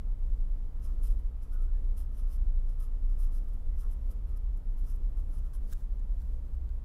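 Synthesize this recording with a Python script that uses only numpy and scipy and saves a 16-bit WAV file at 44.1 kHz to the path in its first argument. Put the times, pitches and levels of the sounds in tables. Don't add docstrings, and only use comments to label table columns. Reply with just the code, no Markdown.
import sys
import numpy as np
from scipy import signal
from scipy.fft import rfft, irfft
from scipy.io import wavfile
from scipy.ndimage import uniform_filter1d

SR = 44100
rng = np.random.default_rng(int(sys.argv[2]) if len(sys.argv) > 2 else 0)


def to_wav(sig):
    pcm = np.clip(np.atleast_2d(sig), -1, 1) * 32767
    pcm = np.round(pcm).astype(np.int16)
    wavfile.write(sys.argv[1], SR, pcm.T)


def how_loud(loudness_db):
    steps = np.asarray(loudness_db, float) / 20
    return 10 ** steps


N = 301644

# f/Hz, density/dB
AIR_SPECTRUM = [(60, 0), (72, -5), (86, -17), (110, -23.5), (130, -30.5), (250, -28), (340, -37.5),
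                (460, -36), (700, -43), (900, -67)]
# f/Hz, width/Hz, level/dB
DUCT_MODES = [(81.6, 11.3, -61.5), (120.8, 7.3, -66.5), (167.1, 11, -66), (195.9, 10, -69.5),
              (307, 20, -73), (448.4, 25, -75.5), (512, 24, -87), (676, 13, -86), (864, 9.6, -89.5),
              (979, 12, -86.5), (1220, 180, -82.5)]
# t/s, level/dB
THROB = [(0, -32.5), (0.28, -29), (0.78, -35), (1.1, -26.5), (1.39, -39), (1.58, -27), (1.79, -26.5),
         (2.15, -34.5), (2.5, -24.5), (2.86, -31), (3.27, -24.5), (3.56, -38), (3.71, -31), (4.48, -39),
         (4.7, -30.5), (5.9, -33), (6.55, -38), (6.84, -35)]
# f/Hz, width/Hz
RUMBLE_MODES = [
    (37, 8.53),
    (58.5, 6.9),
]
# t/s, level/dB
GUSTS_SECOND = [(0.0, -28.5), (0.39, -29), (1.12, -28.5), (1.81, -30.5), (2.21, -31), (2.42, -29.5),
                (2.75, -40.5), (3.1, -30.5), (3.45, -33.5), (3.8, -31), (4.04, -32), (4.23, -32),
                (4.46, -28.5), (4.8, -31.5), (5.11, -29.5), (5.58, -32.5), (5.95, -31.5), (6.13, -30.5),
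                (6.65, -33.5)]
# t/s, level/dB
GUSTS_THIRD = [(0.3, -40.5), (0.88, -38), (1.27, -38), (1.69, -38), (2.02, -39), (2.42, -36), (2.8, -43.5),
               (3.2, -41), (3.73, -37), (4.0, -38), (4.3, -37.5), (4.5, -47), (5.03, -40.5), (5.36, -38),
               (5.92, -46), (6.27, -36.5), (6.62, -35)]
# t/s, level/dB, hold/s, f/Hz, glide/(Hz per s)
SQUEAKS = [
    (1.535, -69.5, .032, 1455, 300),
    (1.68, -73.5, .022, 1450, -100),
    (1.562, -72, 0.074, 1270, 600.5),
    (1.752, -78, .008, 1710, 900),
    (3.72, -82, .04, 2038, 30),
    (3.9, -86, .04, 2025, 30.5),
]
# t/s, peak level/dB, crack f/Hz, thump re crack/dB
SNAPS = [(1.111, -57, 7000, -17), (1.1365, -61, 7000, -14), (1.7544, -64, 6000, -8),
         (5.5344, -53, 9800, -12), (5.5495, -52, 11300, -14), (5.697, -55, 8200, -14),
         (5.718, -54, 4000, -18), (5.7235, -55, 6500, -1), (5.7284, -39, 13000, -18),
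         (5.7345, -39.5, 8500, -21), (5.8117, -63, 9000, -8), (5.9958, -55, 11000, -18),
         (6.2188, -49, 5000, -19), (6.4794, -65, 9000, -8), (6.6925, -58, 5200, -12)]
# t/s, level/dB, rise/s, fall/s, hold/s
SLIDES = [
    (5.716, -63, 0.081, .03, 0.0039),
    (5.726, -55.5, .02, .004, 0.0083),
    (5.74, -72, .02, .11, .066),
    (6.214, -71.5, .11, .05, 0.0053),
    (6.23, -77, .2, .13, 0.042),
    (6.544, -78, .035, .045, 0),
    (6.69, -86, 0.14, .17, 0),
]
# f/Hz, density/dB
RUSTLE_SPECTRUM = [(900, -22), (1300, -1), (1700, -8), (2200, -14), (4000, -9), (7200, -8.5), (9300, -8),
                   (11000, -5.5), (13600, -11), (15200, -9), (16000, -9)]
# t/s, level/dB, rise/s, fall/s, lean/dB (more barrel when the pen lies flatter)
FLICKS = [(0.845, -66, 0.04, 0.091, 4), (1.199, -71.5, .03, .02, -1.5), (1.43, -70, 0.024, .05, .6),
          (1.623, -69.5, .028, 0.042, -2.5), (2.182, -65, .06, 0.078, -1), (2.694, -70.5, .025, 0.07, 1),
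          (3.102, -78.5, 0.033, .12, .6), (3.482, -75, .018, .06, -1), (3.538, -70.5, .022, 0.03, -3.5),
          (3.804, -67, 0.053, .08, 3), (4.114, -61, 0.023, 0.022, -0.5), (4.298, -73.5, 0.053, .045, 3),
          (4.372, -65, .018, 0.014, -1.5), (4.576, -66, 0.011, 0.01, -2.5), (4.901, -63.5, 0.083, 0.047, 2),
          (4.961, -68.5, .03, 0.019, -3), (5.461, -76, 0.066, .06, 1.5), (1.106, -66, .05, 0.048, -0.5),
          (3.32, -71.5, .015, 0.18, 0)]
# t/s, level/dB, rise/s, fall/s, hold/s
LOOPS = [(1.036, -60.5, .02, 0.056, .036), (1.53, -71, 0.026, .047, .02), (1.977, -62, 0.019, 0.044, 0.027),
         (2.326, -66, 0.077, .022, 0.036), (2.801, -67, .021, .04, .052), (3.197, -65, 0.022, 0.049, 0.049),
         (3.359, -67, .04, .025, .028), (3.915, -68.5, 0.038, 0.021, 0.023), (4.772, -73, .02, .08, .025),
         (5.173, -75.5, .025, 0.023, .03), (5.336, -70, 0.052, .026, .052),
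         (5.539, -61.5, .009, 0.031, 0.017)]
# t/s, desk level/dB, rise/s, fall/s
PRESSES = [
    (0.88, -67.5, .15, 0.22),
    (1.1, -74, .15, .15),
    (2.35, -70, .15, .1),
    (2.82, -67, .12, 0.17),
    (3.29, -73, .2, .2),
    (3.85, -67.5, .15, .08),
    (4.3, -71, .1, .15),
    (4.94, -70, .1, .1),
    (5.46, -72, .1, .1),
    (5.538, -72, .02, .08),
]
# f/Hz, width/Hz, level/dB
BARREL_LOW = [(3020, 1350, -4), (4190, 600, -8), (5040, 770, -0.5), (5960, 930, -2.5), (6990, 690, -4.5),
              (8340, 1470, -2)]
# f/Hz, width/Hz, level/dB
BARREL_HIGH = [(8710, 760, -6), (9690, 910, 0), (11010, 460, 0), (11720, 640, 0)]
# f/Hz, width/Hz, level/dB
TIP_MODES = [(13250, 1100, 3), (14700, 840, -11), (15700, 1200, -19)]
# f/Hz, width/Hz, level/dB
DESK_MODES = [(1238, 160, 4.5), (1377, 350, -13.5), (1099, 120, 5), (1650, 730, -12)]
# f/Hz, density/dB
HISS_SPECTRUM = [(500, 4.5), (800, 5.5), (1000, 1.5), (1300, -3), (1600, -8), (2000, -9), (2500, -14.5),
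                 (3200, -14), (4000, -23.5), (5000, -20.5), (6300, -42), (10000, -20.5), (14500, -28.5),
                 (16000, -29)]
# f/Hz, level/dB
HUM = [(100, -57.5), (247.6, -74), (585, -80.5), (12096, -100), (14416, -101)]

SWELL_DB = 20
GRIP_DB = 1.5


def unit_power(x):
    return x / np.sqrt(np.mean(x ** 2) + 1e-20)


def colour(x, spectrum, low_hz):
    hz = np.arange(N // 2 + 1) * SR / N + 1e-3
    spectrum_hz, spectrum_db = np.transpose(spectrum)
    db = np.interp(np.log(hz), np.log(spectrum_hz), spectrum_db)
    low_cut = 1 + (low_hz / hz) ** 12
    return unit_power(irfft(rfft(x) * how_loud(db) / low_cut, N))


def resonate(x, hz, width_hz):
    r = np.exp(-np.pi * width_hz / SR)
    feed = (1 - r * r) / 2 * np.array([1, 0, -1])
    return signal.lfilter(feed, [1, -2 * r * np.cos(2 * np.pi * hz / SR), r * r], x)


def resonate_steep(x, hz, width_hz):
    return resonate(resonate(x, hz, width_hz), hz, width_hz)


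def drift(rate_hz):
    knots = rng.standard_normal(round(N / SR * 40) + 2)
    r = np.exp(-2 * np.pi * rate_hz / 40)
    slow = unit_power(signal.lfilter([1], [1, -r], knots))
    return np.interp(np.arange(N) / SR * 40, np.arange(len(slow)), slow)


def body(x, modes):
    rings = [how_loud(db) * unit_power(resonate_steep(x, hz, width)) * np.sqrt(width)
             for hz, width, db in modes]
    total = np.sqrt(sum(np.mean(ring ** 2) for ring in rings))
    return sum((-1) ** k * how_loud(GRIP_DB * drift(4)) * ring for k, ring in enumerate(rings)) / total


def grains(per_s, spread_db):
    sizes = how_loud(spread_db * np.minimum(rng.exponential(1, N), 5)) * rng.choice([-1, 1], N)
    return sizes * (rng.random(N) < per_s / SR)


def tone(hz):
    phase = 2 * np.pi * np.cumsum(hz * np.ones(N)) / SR
    return np.sqrt(2) * np.sin(phase + rng.uniform(0, 2 * np.pi))


def fine(per_ms):
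    return np.interp(np.arange(N) / SR * 1000, np.arange(len(per_ms)), per_ms)


def swell(s, db, rise, fall, hold=0):
    t = np.arange(0, N / SR + 1, 1e-3) - s
    return db - SWELL_DB * np.maximum(np.maximum(-t / rise, (t - hold) / fall), 0)


def loudest(rows):
    return fine(np.max([swell(*row) for row in rows], axis=0))


def air():
    sway = how_loud(-40) * unit_power(resonate_steep(rng.standard_normal(N), 17, 7))
    rush_db = -51 + 1.64 * drift(4.7)
    rush = how_loud(rush_db) * colour(rng.standard_normal(N), AIR_SPECTRUM, low_hz=64.8)
    ducts = sum(how_loud(db) * unit_power(resonate(rng.standard_normal(N), hz, width))
                for hz, width, db in DUCT_MODES)
    return rush + ducts + sway


def room_modes():
    throb_hz, wander_hz = 27.8, 0.59
    gust_rise_s, gust_fall_s = 0.43, 0.48
    throb_s, throb_db = np.transpose(THROB)
    throb_level_db = np.interp(np.arange(N) / SR, throb_s, throb_db)
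    out = how_loud(throb_level_db) * tone(throb_hz + wander_hz * drift(2.36))
    for (hz, width_hz), gusts in zip(RUMBLE_MODES, [GUSTS_SECOND, GUSTS_THIRD]):
        mode = resonate_steep(rng.standard_normal(N), hz, width_hz)
        power = uniform_filter1d(uniform_filter1d(mode ** 2, size=5000), size=5000)
        gust_db = loudest([(s, db, gust_rise_s, gust_fall_s) for s, db in gusts])
        out = out + how_loud(gust_db) * mode / np.sqrt(power)
    return out


def squeaks():
    rise_s, fall_s = 0.035, 0.035
    rough = 1 + 0.45 * unit_power(resonate(rng.standard_normal(N), 40, 65))
    t = np.arange(N) / SR
    tones = 0
    for s, db, hold, hz, glide in SQUEAKS:
        level_db = fine(swell(s, db, rise_s, fall_s, hold))
        tones = tones + how_loud(level_db) * tone(hz + glide * (t - s))
    return rough * tones


def snaps():
    out, t = np.zeros(N + 1000), np.arange(1000) / SR
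    knock = np.sin(2 * np.pi * 1580 * t) + 0.64 * np.sin(2 * np.pi * 1250 * t)
    thump = knock * 2.5 * (t / .002) * np.exp(-t / .002)
    for s, db, hz, thump_db in SNAPS:
        burst = rng.standard_normal(1000) * np.exp(-t / .00015)
        burst[12:] += .7 * burst[:-12]
        crack = .5 * np.diff(burst, prepend=0) + resonate(burst, hz, 3500) * 1.5
        snap = crack / np.abs(crack).max() + how_loud(thump_db) * thump
        out[round(s * SR):][:1000] += how_loud(db) * snap
    return out[:N]


def hand():
    return how_loud(loudest(SLIDES)) * colour(grains(6800, spread_db=2.5), RUSTLE_SPECTRUM, low_hz=1194.6)


def pen():
    low_db, tip_db = -6.5, -7.5
    low_follows, desk_follows = 0.83, 0.34
    press_db, desk_usual_db = -67, -73
    catch_db = 1.3
    level_db = loudest([row[:4] for row in FLICKS] + LOOPS)
    leaning_db = loudest([(s, db + lean, rise, fall) for s, db, rise, fall, lean in FLICKS] + LOOPS)
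    slips = grains(7500, spread_db=3.3) * how_loud(catch_db * drift(15))
    high_power = np.clip(1 - how_loud(2 * low_db) - how_loud(2 * tip_db), .1, 1)
    high = body(slips, BARREL_HIGH) * np.sqrt(high_power)
    low_level_db = low_db + press_db + low_follows * (leaning_db - press_db)
    low = how_loud(low_level_db) * body(slips, BARREL_LOW)
    tip = how_loud(tip_db) * body(slips, TIP_MODES)
    stroke_desk_db = desk_usual_db + desk_follows * (level_db - press_db)
    desk_db = np.maximum(stroke_desk_db, loudest(PRESSES))
    return how_loud(level_db) * (high + tip) + low + how_loud(desk_db) * body(slips, DESK_MODES)


def scene():
    background = air() + room_modes() + squeaks()
    return (background + snaps() + hand() + pen())[None]


def band_limit(x):
    return signal.sosfilt(signal.butter(12, 15760, fs=SR, output="sos"), x)


def record(dry):
    hiss = how_loud(-73.5) * colour(rng.standard_normal(N), HISS_SPECTRUM, low_hz=696)
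    bump = how_loud(-93) * unit_power(resonate_steep(rng.standard_normal(N), 11290, 260))
    hum = sum(how_loud(db + 1.7 * drift(3.5)) * tone(hz + 0.89 * drift(5)) for hz, db in HUM)
    whine = how_loud(-63) * dry * tone(3900.3)
    wide = dry + hiss + bump + hum + whine
    edge = signal.sosfiltfilt(signal.butter(14, 15200, "high", fs=SR, output="sos"), wide)
    edge_db = 10 * np.log10(uniform_filter1d(edge ** 2, size=2048) / np.median(edge ** 2))
    patches = np.clip(6 * drift(4) + 1, 0, 1)
    faint = np.clip(6.5 - edge_db, 0, 1)
    wide = wide - edge * patches * faint
    mix = signal.sosfilt(signal.ellip(12, .3, 60, 15750, fs=SR, output="sos"), wide)
    return band_limit(mix)


dry = scene()
out = record(dry)
to_wav(out)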